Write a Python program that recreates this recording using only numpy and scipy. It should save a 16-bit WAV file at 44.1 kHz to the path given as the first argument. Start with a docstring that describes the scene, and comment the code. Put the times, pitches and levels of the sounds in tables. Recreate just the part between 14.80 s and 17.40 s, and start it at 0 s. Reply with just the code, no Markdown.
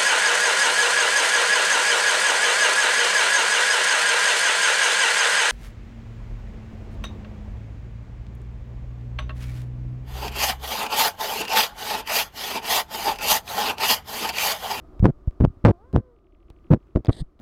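"""Over a quiet room's rumble, fuzzy hum and thin whine, a cat bumps and rubs its face on a camera from 0.2 s.
The harder pushes overload the microphone, whose bass cut turns the flattened swings into dull pops; the softer
ones stay below its limit. Whiskers and claws tick on the case throughout: short noise snaps with a ring.
From 0.9 s a faint gliding tone calls, probably a mew; from 1.4 to 2.1 s tiny falling chirps and soft thuds
tick regularly. At 2.3 s a paw brushes past as flickering, resonant noise, between the last bumps and rubs."""
import sys
import numpy as np
from scipy import signal
from scipy.fft import rfft, irfft
from scipy.io import wavfile

SR = 44100
rng = np.random.default_rng(int(sys.argv[2]) if len(sys.argv) > 2 else 0)


def wrap_up_sound(samples):
    """Save the sound to the file named by the first command line argument, as 16-bit audio."""
    columns = np.atleast_2d(samples).T
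    # keep every value between -1 and 1, then stretch to whole-number steps
    tamed = np.clip(columns, -1, 1)
    steps = np.round(tamed * 32767).astype(np.int16)
    wavfile.write(sys.argv[1], SR, steps)


N = 114660  # 2.6 s

# Nose and paw bumps: (time [s], width [ms], peak pressure [dB over the overload point])
BUMPS = [(0.2077, 4.4, -6), (0.2316, 2.72, 1), (0.2483, 2.23, 6.5), (0.2571, 1.07, 9), (.4818, 3.85, 0.5),
         (0.6093, 2.96, 5.5), (0.6505, 2.325, 14), (0.6786, 3.05, -4.5), (.313, 8.9, -13),
         (0.706, 2.95, -20), (0.776, 4.0, -27.5), (0.8489, 3.97, 5), (1.1622, 2.264, 14.5),
         (1.709, 4.16, -28), (1.93, 2.6, 5.5), (1.939, 2.13, 9), (2.161, 2.52, 8), (2.2962, 2.86, 9),
         (2.418, 7.8, -6.5)]
# Rubs of the face: (start [s], length [s], start pressure [dB over the overload point], end pressure [dB],
# mean judder rate [Hz], grit [dB against judder], sway [dB against judder])
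RUBS = [(0.232, 0.019, -9, -6, 170, -1.5, -6.5), (0.244, 0.026, 7.5, 4, 91, -10, -4),
        (0.259, 0.052, -7.5, -10, 150, -6.5, -15.5), (0.6, 0.043, 0.5, -1.5, 55.9, -18, -9),
        (.635, 0.028, 0.5, 5.5, 153.5, -13.5, -4), (0.844, 0.074, 15.5, -0.5, 111.7, -8, -5.5),
        (1.131, 0.043, -13, 4, 85.07, -8.5, -18), (1.158, 0.056, 4, -27, 96.2, -10, -2),
        (1.902, .048, -4, 2.5, 129.5, -6.5, -1), (1.941, 0.0398, -13, -33, 125.5, -3.5, 1),
        (2.151, 0.03, 4, -3, 71.2, -10.5, -8), (2.172, 0.041, -19.5, -30.5, 102, -6.5, 11),
        (2.282, 0.0275, 8, 4.5, 110, -15.5, -12), (2.407, 0.027, -18, -18, 142, -20.5, -28.5)]
# Whisker and claw ticks: (time [s], snap level [dB], ring pitch [Hz], ring share [dB against snap])
TICKS = [(0.1951, -35.5, 2100, -21.5), (.473, -47, 3760, -9.5), (.509, -43.5, 3940, -35.5),
         (1.1293, -34, 3900, -18.5), (1.7018, -38, 3630, -16.5), (2.070, -51.5, 2500, -11),
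         (2.2485, -27, 3240, -11), (2.2578, -28, 4800, -14), (2.2685, -26.5, 3520, -8.5),
         (2.329, -35.5, 3910, 9), (2.592, -45.5, 3530, -10)]
# Colour of a tick's snap: (frequency [Hz], relative level [dB per Hz])
TICK_COLOUR = [(60, -7.5), (400, 14.5), (1200, -0.5), (3000, -10), (5500, -22), (11000, -36), (15000, -61)]
# Colour of the fur's grit in the rubs: (frequency [Hz], relative level [dB per Hz])
GRIT_COLOUR = [(30, -5), (150, 10.5), (350, 4.5), (700, -13.5), (1400, -29.5), (3000, -47.5), (8000, -57),
               (16000, -74)]
# Resonant colour of the paw's brush: (frequency [Hz], relative level [dB per Hz])
BRUSH_COLOUR = [(200, 17), (700, 5.5), (1400, -13), (1950, 1), (2500, -21.5), (3400, 2), (3950, 0.5),
                (4700, -0.5), (5600, -19.5), (7400, -15), (8500, -3), (9400, -14), (12500, -26.5),
                (16000, -56.5)]
# Glide of the mew: (time [s], pitch [Hz], level of the fundamental [dB], overtones [dB against it])
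MEW = [(.92, 350, -34, -12), (.97, 344.6, -55.5, 5), (1.01, 405, -53.5, 2.5), (1.05, 485, -50.5, -1.5),
       (1.10, 535, -58, -1.5), (1.18, 512.8, -42, -17), (1.24, 513, -51.5, -13.5), (1.29, 492, -48, -14.5),
       (1.345, 463, -52.5, -17), (1.38, 455, -64, -26)]
# Colour of the room's rumble: (frequency [Hz], relative level [dB per Hz])
ROOM_COLOUR = [(25, -2.5), (50, 4), (90, -10), (170, -17.5), (350, -15), (480, -25), (650, -29.5),
               (800, -36), (1200, -27), (1600, -40), (2500, -47.5), (5000, -52.5), (9000, -61),
               (16000, -63.5)]
# Swell of the rumble: (time [s], level [dB])
ROOM_LEVEL = [(0, -47.5), (.4, -45), (.8, -44.5), (1.1, -45), (1.45, -53.5), (1.8, -49.5), (2.05, -46),
              (2.6, -53)]
# Resonances of the hum: (frequency [Hz], width [Hz], level before the swell [dB])
HUM_BANDS = [(297, 14, -69), (377, 23, -66), (640, 240, -70), (1207, 110, -77.5)]
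# Swell of the hum: (time [s], gain [dB])
HUM_GAIN = [(0, 5.5), (.2, 10), (.45, 6.5), (.8, 8.5), (1.45, 1.5), (2.6, -3.5)]
# Thin whine: (frequency [Hz], level [dB])
WHINE = [(11822, -106)]

BUMP_SKEW = 0.4  # the release is slower than the push
RUB_EDGE_S = 0.0086
JUDDER_SPREAD, JUDDER_WANDER_HZ = 0.254, 185  # unevenness of the pace (log units), and how fast it wanders
SWAY_HZ, SWAY_SPREAD, SWAY_WANDER_HZ = 54.03, .15, 37.5
OVERLOAD_KNEE = 49  # higher is a harder corner
BASS_CUT_HZ, TREBLE_CUT_HZ, CONTACT_DB = 148.7, 6800, 1.5
TICK_DECAY_S, TICK_RING_WIDTH_HZ = 0.0025, 700
BRUSH_START_S, BRUSH_LENGTH_S, BRUSH_EDGE_S, BRUSH_DB = 2.3, .13, .028, -40.5
BRUSH_FLICKER_DB, BRUSH_FLICKER_HZ = 2.8, 120
MEW_ROLLOFF_DB = -10  # step from each overtone to the next
TICKING_FIRST_S, TICKING_END_S, TICKING_PERIOD_S, TICKING_PAIR_S = 1.3615, 2.15, .08, .0245
CHIRP_DB, CHIRP_TOP_HZ, CHIRP_END_HZ, CHIRP_LENGTH_S = -64, 3900, 1700, .007  # level varies around this
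THUD_DB, THUD_HZ, THUD_LENGTH_S = -48, 345, .028  # level and pitch vary around these
DUCK_FROM_DB, DUCK_SHARE, DUCK_SMOOTH_S = -19.5, 0.53, 0.038
HELD_FALL_DB_PER_S = 10.5  # fall of the held level that steers the ducking
TOP_EDGE_HZ = 16470


def amp(db):
    """Decibels to amplitude."""
    return 10 ** (np.asarray(db) / 20)


def evened(x):
    """The sound at unit power."""
    return x / np.sqrt(np.mean(x ** 2) + 1e-20)


def add(mix, start, sound):
    """Lay a sound into the mix at a time in seconds."""
    part = mix[max(round(start * SR), 0):][:len(sound)]
    part += sound[:len(part)]


def curve(points, axis=1):
    """One column of a control table, joined by straight lines in time."""
    columns = np.transpose(points)
    return np.interp(np.arange(N) / SR, columns[0], columns[axis])


def noise(gain):
    """Noise of unit power with the given gain over frequency."""
    spectrum = rfft(rng.standard_normal(N))
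    return evened(irfft(spectrum * gain(np.fft.rfftfreq(N, 1 / SR)), N))


def coloured(points):
    """Unit-power noise that follows a colour table, with the lowest bass eased away."""
    hz, db = np.transpose(points)
    return noise(lambda f: amp(np.interp(np.log(f + 1), np.log(hz), db)) * f / (f + 10))


def band(hz, width):
    """Unit-power noise in one resonance."""
    return noise(lambda f: 1 / (1 + ((f - hz) / width * 2) ** 2))


def stroke(start, length, edge):
    """A window with smooth edges, and the progress through it from 0 to 1."""
    t = np.arange(N) / SR - start
    ramp = np.clip(np.minimum(t, length - t) / edge, 0, 1)
    return np.sin(np.pi / 2 * ramp) ** 2, np.clip(t / length, 0, 1)


def uneven_clock(spread, wander_hz):
    """Phase of a 1 Hz cycle whose pace wanders."""
    pace = np.exp(spread * noise(lambda f: np.exp(-(f / wander_hz) ** 2)))
    return 2 * np.pi * np.cumsum(pace / pace.mean()) / SR


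def bumps():
    """Each bump squeezes the air in the microphone port and lets it go more slowly."""
    t, out = np.arange(N) / SR, np.zeros(N)
    for time, width_ms, db in BUMPS:
        u = (t - time) * 1000 / width_ms
        z = np.log(np.maximum(1 + BUMP_SKEW * u, 1e-9)) / BUMP_SKEW  # stretches the second half
        out += amp(db) * z * np.exp(.5 - .5 * z ** 2)
    return out


def rubs():
    """Skin judders unevenly over the port from rest; the head sways more slowly, and the fur adds grit."""
    fast = uneven_clock(JUDDER_SPREAD, JUDDER_WANDER_HZ)
    slow = uneven_clock(SWAY_SPREAD, SWAY_WANDER_HZ)
    grit, out = coloured(GRIT_COLOUR), np.zeros(N)
    for start, length, from_db, to_db, judder_hz, grit_db, sway_db in RUBS:
        window, progress = stroke(start, length, RUB_EDGE_S)
        at = round(start * SR)
        judder = np.sin(judder_hz * (fast - fast[at]))
        sway = np.sin(SWAY_HZ * (slow - slow[at]))
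        motion = judder + amp(grit_db) * grit + amp(sway_db) * sway
        out -= window * amp(from_db + (to_db - from_db) * progress) * motion
    return out


def overloaded(pressure):
    """The microphone flattens only the large swings; its bass cut lets each flat top sag to zero."""
    flat = pressure / (1 + abs(pressure) ** OVERLOAD_KNEE) ** (1 / OVERLOAD_KNEE)
    sagged = signal.lfilter(*signal.butter(1, BASS_CUT_HZ, "high", fs=SR), flat)
    dulled = signal.lfilter(*signal.butter(1, TREBLE_CUT_HZ, fs=SR), sagged)
    return amp(CONTACT_DB) * dulled


def whiskers():
    """Whiskers and claws snap on the case: decaying noise, each tick with a brief ring."""
    t, snap, out = np.arange(N) / SR, coloured(TICK_COLOUR), np.zeros(N)
    for time, db, ring_hz, ring_db in TICKS:
        decay = (t >= time) * np.exp(-abs(t - time) / TICK_DECAY_S)
        ring = amp(ring_db) * band(ring_hz, TICK_RING_WIDTH_HZ)
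        out += amp(db) * decay * (snap + ring)
    return out


def paw():
    """Fur slides unevenly over the port and hisses in its resonances."""
    flicker = amp(BRUSH_FLICKER_DB * noise(lambda f: np.exp(-f / BRUSH_FLICKER_HZ)))
    window, _ = stroke(BRUSH_START_S, BRUSH_LENGTH_S, BRUSH_EDGE_S)
    return amp(BRUSH_DB) * window * flicker * coloured(BRUSH_COLOUR)


def mew():
    """A faint call: a gliding, slightly quivering sine with three overtones."""
    pitch = curve(MEW) * (1 + 0.0047 * band(46, 40))
    phase = 2 * np.pi * np.cumsum(pitch) / SR
    overtones = sum(amp(MEW_ROLLOFF_DB * k) * np.sin((k + 2) * phase) for k in range(3))
    window, _ = stroke(MEW[0][0], MEW[-1][0] - MEW[0][0], .01)
    return window * amp(curve(MEW, axis=2)) * (np.sin(phase) + amp(curve(MEW, axis=3)) * overtones)


def ticking():
    """Tiny falling chirps come in regular pairs of uneven strength, each pair with a soft thud."""
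    u, out = np.arange(0, 1, 1 / (CHIRP_LENGTH_S * SR)), np.zeros(N)
    glide_hz = CHIRP_TOP_HZ * (CHIRP_END_HZ / CHIRP_TOP_HZ) ** u
    chirp = np.sin(np.pi * u) * np.sin(2 * np.pi * np.cumsum(glide_hz) / SR)
    t = np.arange(0, THUD_LENGTH_S, 1 / SR)
    swell = np.sin(np.pi * t / THUD_LENGTH_S) ** 2
    for time in np.arange(TICKING_FIRST_S, TICKING_END_S, TICKING_PERIOD_S):
        first, second, weight, tune = rng.standard_normal(4)
        thud = swell * np.sin(2 * np.pi * THUD_HZ * (1 + 0.035 * tune) * t)
        add(out, time, amp(CHIRP_DB + 2 * first) * chirp)
        add(out, time + TICKING_PAIR_S, amp(CHIRP_DB + 2 * second) * chirp)
        add(out, time, amp(THUD_DB + 2 * weight) * thud)
    return out


def room():
    """Low rumble as coloured noise, a fuzzy hum of narrow noise bands and a thin sine whine."""
    t = np.arange(N) / SR
    rumble = amp(curve(ROOM_LEVEL)) * coloured(ROOM_COLOUR)
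    hum = amp(curve(HUM_GAIN)) * sum(amp(db) * band(hz, width) for hz, width, db in HUM_BANDS)
    whine = sum(amp(db) * evened(np.sin(2 * np.pi * hz * t)) for hz, db in WHINE)
    return rumble + hum + whine


def scene():
    """Contact on the microphone over the quiet room."""
    contact = overloaded(bumps() + rubs())
    return (contact + whiskers() + paw() + mew() + ticking() + room())[None]


def record(dry):
    """Gain control ducks after the thumps and slowly recovers; peaks clip, then the top is band-limited."""
    r = np.exp(-1 / (DUCK_SMOOTH_S * SR))
    power = signal.lfilter([1 - r], [1, -r], dry[0] ** 2)
    power_db = 10 * np.log10(power + 1e-12)
    fall = np.arange(N) * HELD_FALL_DB_PER_S / SR
    held_db = np.maximum.accumulate(power_db + fall) - fall  # rises with the power, sinks steadily
    over_db = np.maximum(held_db - DUCK_FROM_DB, 0)
    clipped = np.clip(dry * amp(-DUCK_SHARE * over_db), -1, 1)
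    low_pass = signal.firwin(511, TOP_EDGE_HZ, window=("kaiser", 9), fs=SR)
    return signal.oaconvolve(clipped, low_pass[None], "same")


dry = scene()
out = record(dry)
wrap_up_sound(out)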